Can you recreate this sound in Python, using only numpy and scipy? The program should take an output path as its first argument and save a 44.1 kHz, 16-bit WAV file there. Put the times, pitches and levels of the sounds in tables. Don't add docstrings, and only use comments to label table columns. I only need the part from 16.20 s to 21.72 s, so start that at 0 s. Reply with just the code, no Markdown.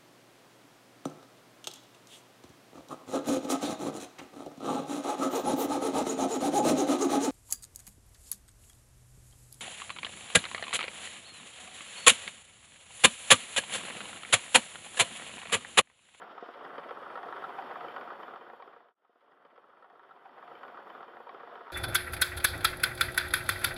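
import sys
import numpy as np
from scipy import signal
from scipy.fft import rfft, irfft
from scipy.io import wavfile

SR = 44100
rng = np.random.default_rng(int(sys.argv[2]) if len(sys.argv) > 2 else 0)


def master_out(mix):
    frames = np.transpose(np.atleast_2d(mix))
    ceiling = np.clip(frames, -1, 1)
    pcm = np.round(ceiling * 32767).astype(np.int16)
    wavfile.write(sys.argv[1], SR, pcm)


def volts(x):
    e = np.asarray(x, float) / 20
    return 10 ** e


N = 243431
PASS = int(2.9 * SR)
REPEAT_S = 2.66934
SILENT_S = (2.7435, 2.7515)

# (time [s], roar [dB], hiss relative to roar [dB])
FADER_FIRST = [(0, -46, -41), (.2, -49.5, -42.5), (.44, -45.5, -38), (.8, -44, -38.5), (1.26, -43, -36.5),
               (1.74, -42.5, -39.5), (2.01, -45, -39), (2.26, -49.5, -39), (2.47, -53.5, -38),
               (2.58, -55.5, -40.5), (2.65, -62, -41), (2.69, -66.5, -39), (2.72, -73.5, -37),
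               (2.743, -95, -39)]
# (time [s], roar [dB], hiss relative to roar [dB])
FADER_SECOND = [(2.752, -91, -39), (2.78, -82, -33.5), (2.83, -72, -45), (2.9, -74, -32), (3.03, -64, -35),
                (3.2, -62.5, -36), (3.41, -59.5, -38), (3.8, -59, -36), (4.11, -55.5, -37.5),
                (4.24, -51, -37.5), (4.46, -48.5, -39), (4.74, -48.5, -38.5), (5.0, -50.5, -38.5),
                (5.3, -48, -41), (5.52, -51.5, -37)]
# (time [s], peak [dB], low ring [dB], bright ring [dB], rattle length [ms])
CLANKS = [(0.019, -38.5, -3.2, -9.5, 14), (0.052, -69, -16.9, -29, 2.2), (0.094, -50.5, -25, -21, 2.7),
          (0.132, -68, 13.5, -32, 11.9), (0.151, -53.5, 4, -3, 3.9), (0.177, -39, 0, -15, 10.4),
          (0.195, -48.5, -2, -27, 2.9), (0.226, -48.5, 27, -25, 2.6), (0.262, -44.5, 4, -15.8, 2.6),
          (0.287, -41, 14, -14, 1.6), (0.339, -45.5, -3, -3, 13), (0.356, -53.5, 16, -11, 5.5),
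          (0.386, -64.5, -3, -6, 15.9), (0.411, -52, 11, -11, 2.4), (0.444, -39, -4.5, -8, 16),
          (0.464, -43, -5.8, -30, 9.2), (0.502, -43.5, -32, -24, 10), (0.556, -43.5, 0, -11, 5.3),
          (0.569, -52.5, -2, -21, 8.7), (0.581, -35, 7.5, -9, 6.9), (0.596, -41, 2, -10, 8.1),
          (0.634, -44, -16.5, -4, 15), (0.659, -48.5, 20, -34, 4.9), (0.689, -41.5, -4, -4, 11),
          (0.708, -35.5, 5, -10.5, 3.9), (0.771, -41, 1, -21, 1.5), (0.818, -43.5, 10, -15, 12),
          (0.83, -41, -14.5, -13, 3.5), (0.863, -39.5, -29, -27, 2.5), (0.901, -41.5, -0.6, -10, 2.6),
          (0.939, -52, 3, -17.0, 2.4), (0.956, -34, 2, -19, 2.3), (0.974, -32, -3, -16.5, 5.9),
          (0.991, -40, -10, -37, 1.1), (1.031, -32.5, -5, -15.5, 6.1), (1.062, -50, 16, -9, 7.8),
          (1.085, -38.5, 3.5, -12, 1.4), (1.111, -56, 18, -27, 6), (1.126, -32.5, -15, -17.5, 3.6),
          (1.141, -40, -16, -21, 21), (1.163, -35, -12.5, -10, 8.2), (1.179, -39, 5, -10, 5.5),
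          (1.223, -33.5, -3, -18, 2.3), (1.24, -30.5, -14, -22, 8.1), (1.292, -40, -19, -9, 9.4),
          (1.321, -38.5, -26, -14, 9.6), (1.346, -40, 2.5, -16, 16), (1.386, -30, -8.5, -18, 11.4),
          (1.423, -35.5, -39, -10, 4.6), (1.483, -63, 22.5, -42, 2), (1.495, -50, -26, -8, 2.6),
          (1.506, -32.5, -0.5, -20.5, 9.1), (1.518, -42, -26, -6, 3.2), (1.557, -32.5, -30, -16, 3.1),
          (1.575, -63.5, 0, 11, 10.4), (1.608, -37, 1, -12, 4.2), (1.643, -31.5, 4, -23, 8.5),
          (1.684, -43, 10.5, -3, 1.8), (1.743, -43, 2, -26, 3.3), (1.763, -31, -7.5, -12, 5.5),
          (1.782, -37.5, -34, -19, 2.5), (1.812, -38.8, -10.5, -5.5, 1.8), (1.855, -58, 12, -15, 5.7),
          (1.875, -40, 4, -33, 3.1), (1.904, -37, -22, -23.5, 2.2), (1.916, -36.5, -0.5, -19, 6.9),
          (1.95, -44, -16, -48, 12), (2.001, -41.5, -25, -36, 1.7), (2.031, -36, -12, -11, 6.6),
          (2.081, -38.5, -8.5, -42, 2), (2.11, -61, -6, -36, 2.7), (2.137, -39.8, -2, -56, 4),
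          (2.16, -34, -24, -20, 2), (2.212, -44, 5.5, -12.5, 1.4)]
# (time [s], peak [dB], low ring [dB], bright ring [dB], rattle [ms])
LATE_CLANKS = [(4.936, -46, 7, -54, 1.9), (4.97, -39, -29, -67, 1.7), (5.002, -41.5, 1.5, -21, 5.1),
               (5.068, -42, 9, -21, 3.6), (5.093, -36, -25, -10.5, 4.4), (5.145, -41, 8, -13.5, 0.87),
               (5.175, -50, -26, -18, 26), (5.199, -41.5, -12, -14, 15), (5.233, -40.5, 4, -29, 2.5),
               (5.253, -50, -6, -19, 2.4), (5.274, -45.5, 8, -12, 1.8), (5.326, -46.2, 11, -35, 7.2),
               (5.337, -51.5, 0, -18.2, 3.6), (5.355, -40, 5, -12, 3.7), (5.376, -43, 0, -26, 9.8),
               (5.408, -42, 4, -43, 5.6), (5.462, -40.5, 3, -17.5, 24), (5.48, -41.5, -4, -21.2, 4.3),
               (5.502, -35.5, -11.5, -25, 3.9)]
# (frequency [Hz], level [dB], time to fall 60 dB [s])
LOW_RING = [(314, -14.5, 0.01), (409, -13, 0.055), (482, -1, 0.048), (569, -8.5, 0.078), (698, -5.5, 0.069)]
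# (frequency [Hz], level [dB], time to fall 60 dB [s])
MID_RING = [(781, 2, 0.044), (946, -1.5, 0.076), (1097, 1, 0.04), (1232, 0, 0.049), (1327, 2.5, 0.042),
            (1470, -7, 0.075), (1672, -5.5, 0.029), (1862, -8, 0.047)]
# (frequency [Hz], level [dB], time to fall 60 dB [s])
BRIGHT_RING = [(1990, 4, 0.025), (2310, 2, 0.02), (2670, -19, .012), (3060, -2, 0.031), (3300, -2.5, 0.022),
               (3330, -17.5, 0.014), (4460, -28, .01), (4590, -8.5, 0.0087), (4980, -13, 0.013)]
# (lowest frequency [Hz], highest frequency [Hz])
RING_BANDS_HZ = [
    (240, 980),
    (450, 2280),
    (1400, 5600),
]
# (frequency [Hz], level per Hz [dB])
ROAR = [(40, -28), (62, -37), (150, -14.5), (380, 0), (712, 0.5), (1350, 0.5), (1950, -10.5), (2150, -16),
        (2600, -18.5), (3100, -17), (3650, -20), (3950, -30.5), (5500, -33.5), (6000, -48.5)]
# (time into the pass [s], roar tilt about 1 kHz [dB per octave])
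TURNING = [
    (0, -1),
    (.25, 3.2),
    (.45, -0.8),
    (1.0, 0),
    (1.6, -0.03),
    (2.2, -0.5),
    (2.9, 1),
]
# (frequency [Hz], width [Hz], level relative to roar [dB])
ENGINE_HUM = [(283.4, 15, -33.5), (560, 12, -19.5), (715, 17, -12.5), (1995, 77, -29), (2421, 37, -32),
              (2970, 42, -34), (3127, 20, -32), (3360, 50, -34), (3500, 35, -41), (4340, 37, -43.5),
              (4450, 17, -43), (4550, 17, -43)]
# (frequency [Hz], level per Hz [dB])
HISS = [(4500, -9), (6000, -1.5), (7000, -6), (8200, -4.5), (9400, -1), (12500, -3.5), (13600, -3.5),
        (13900, -22)]
# (frequency [Hz], width [Hz], level relative to hiss [dB])
WHINE = [(7070, 670, -10), (9600, 410, -15.5), (10880, 860, -7.5), (13230, 480, -4)]
# (time into the pass [s], level [dB])
WHINE_SWELL = [
    (0, 18),
    (.3, -1),
    (.8, -18),
    (1.4, 0),
    (1.7, 4),
    (2.4, 5),
    (2.9, 2),
]


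def rms_one(x):
    return x / np.sqrt(np.mean(x ** 2) + 1e-20)


def drift(rate):
    r = np.exp(-80 * np.pi * rate / SR)
    white = rng.standard_normal(PASS // 40 + 2002)
    slow = signal.lfilter([1], [1, -2 * r, r * r], white)[2000:]
    return np.interp(np.arange(PASS) / 40, np.arange(len(slow)), rms_one(slow))


def ring(force, hz, t60):
    r = volts(-60 / (t60 * SR))
    w = 2 * np.pi * hz / SR
    return signal.lfilter([0, np.sin(w)], [1, -2 * r * np.cos(w), r * r], force + 1e-18)


def narrow_noise(hz, width_hz):
    t60 = np.log(1000) / np.pi / width_hz
    once = ring(rng.standard_normal(PASS), hz, t60)
    return rms_one(ring(once, hz, t60))


def coloured(spectrum):
    hz, db = np.transpose(spectrum)
    bins = np.fft.rfftfreq(PASS, 1 / SR) + 1
    gain = volts(np.interp(np.log(bins), np.log(hz), db))
    return rms_one(irfft(rfft(rng.standard_normal(PASS)) * gain, PASS))


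def roar(patchy_db, throb_db):
    body = rfft(coloured(ROAR))
    together = drift(25)
    tilt_db = np.interp(np.arange(PASS) / SR, *np.transpose(TURNING))
    place = np.log2(np.fft.rfftfreq(PASS, 1 / SR) / 1000 + 1e-6) * 1.5
    out = np.zeros(PASS)
    for band in range(-8, 5):
        share = np.clip(1 - np.abs(place - band), 0, 1)
        octaves = max(band, -4) / 1.5
        flicker_db = patchy_db * drift(16) + throb_db * together
        out += irfft(body * share, PASS) * volts(flicker_db + tilt_db * octaves)
    return rms_one(out)


def engine_hum():
    load = np.clip(np.arange(PASS) / SR / 0.63, .4, 1)
    return load * sum(volts(level_db) * narrow_noise(hz, width_hz) for hz, width_hz, level_db in ENGINE_HUM)


def whine():
    return sum(volts(level_db) * narrow_noise(hz, width_hz) for hz, width_hz, level_db in WHINE)


def hiss(patchy_db):
    tones = whine()
    s, swell_db = np.transpose(WHINE_SWELL)
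    swell = volts(np.interp(np.arange(PASS) / SR, s, swell_db))
    total = np.sqrt(1 + swell ** 2 * np.mean(tones ** 2))
    return (coloured(HISS) + swell * tones) / total * volts(patchy_db * drift(30))


def rattles(length_ms, touches_per_s):
    age_ms = np.arange(1500) / SR * 1000
    touched = rng.random((len(length_ms), 1500)) < touches_per_s / SR
    touched[:, 0] = True
    fade = np.exp(-(age_ms / np.clip(length_ms[:, None], 3, 25)) ** 4)
    rattle = touched * fade * rng.choice([-1, 1], touched.shape)
    rattle[:, 0] *= 1.8
    return rattle / np.sqrt(np.sum(rattle ** 2, axis=1, keepdims=True))


def tracks(strike_db, thump_db, touches_per_s, spread_db):
    contacts = np.array(list(CLANKS) + list(LATE_CLANKS))
    time_s, peak_db, low_db, bright_db, length_ms = contacts.T
    strength_db = peak_db - fader(time_s)[0] + strike_db
    pass_s = time_s - REPEAT_S * (time_s > REPEAT_S + .1)
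    start = np.round((pass_s - .001) * SR).astype(int)
    rattle = rattles(length_ms, touches_per_s)
    at = np.minimum(start[:, None] + np.arange(1500), PASS - 1).ravel()
    out = np.zeros(PASS)
    families = zip((LOW_RING, MID_RING, BRIGHT_RING), (low_db, 0, bright_db), RING_BANDS_HZ)
    for modes, family_db, band_hz in families:
        family = np.zeros(PASS)
        for hz, level_db, t60 in modes:
            chance_db = spread_db * rng.standard_normal(len(contacts))
            size = volts(strength_db + family_db + level_db + chance_db)
            size = size * rng.choice([-1, 1], len(contacts))
            force = np.bincount(at, (size[:, None] * rattle).ravel(), PASS)
            family += ring(force, hz, t60)
        out += signal.sosfilt(signal.butter(4, band_hz, "band", fs=SR, output="sos"), family)
    weight = np.bincount(start, volts(strength_db + thump_db), PASS)
    soft = signal.sosfilt(signal.butter(2, 70, fs=SR, output="sos"), weight)
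    return out + ring(soft, 59, 0.056)


def squeeze(x, top):
    extra = top * np.tanh(x / top) - x
    capsule = signal.butter(3, [250, 4200], "band", fs=SR, output="sos")
    return x + signal.sosfiltfilt(capsule, extra)


def fader(seconds):
    s, roar_db, hiss_db = np.transpose(list(FADER_FIRST) + list(FADER_SECOND))
    return np.interp(seconds, s, roar_db), np.interp(seconds, s, roar_db + hiss_db)


def play_twice(x):
    t = np.arange(N) / SR
    again = t > SILENT_S[1]
    sounding = again | (t < SILENT_S[0])
    return x[np.arange(N) - again * round(REPEAT_S * SR)] * sounding


def scene():
    machine = volts(-2.5) * roar(patchy_db=0.93, throb_db=1.2)
    machine += engine_hum()
    machine += tracks(strike_db=-5, thump_db=-36, touches_per_s=1300, spread_db=1.9)
    machine = squeeze(machine, top=4.8)
    air = hiss(patchy_db=1.46)
    roar_db, hiss_db = fader(np.arange(N) / SR)
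    mix = volts(roar_db) * play_twice(machine) + volts(hiss_db) * play_twice(air)
    return mix[None]


def band_limit(x):
    return signal.sosfilt(signal.butter(12, 14530, fs=SR, output="sos"), x)


def record(dry):
    mix = dry + volts(-104) * rng.standard_normal(dry.shape)
    return band_limit(mix)


dry = scene()
out = record(dry)
master_out(out)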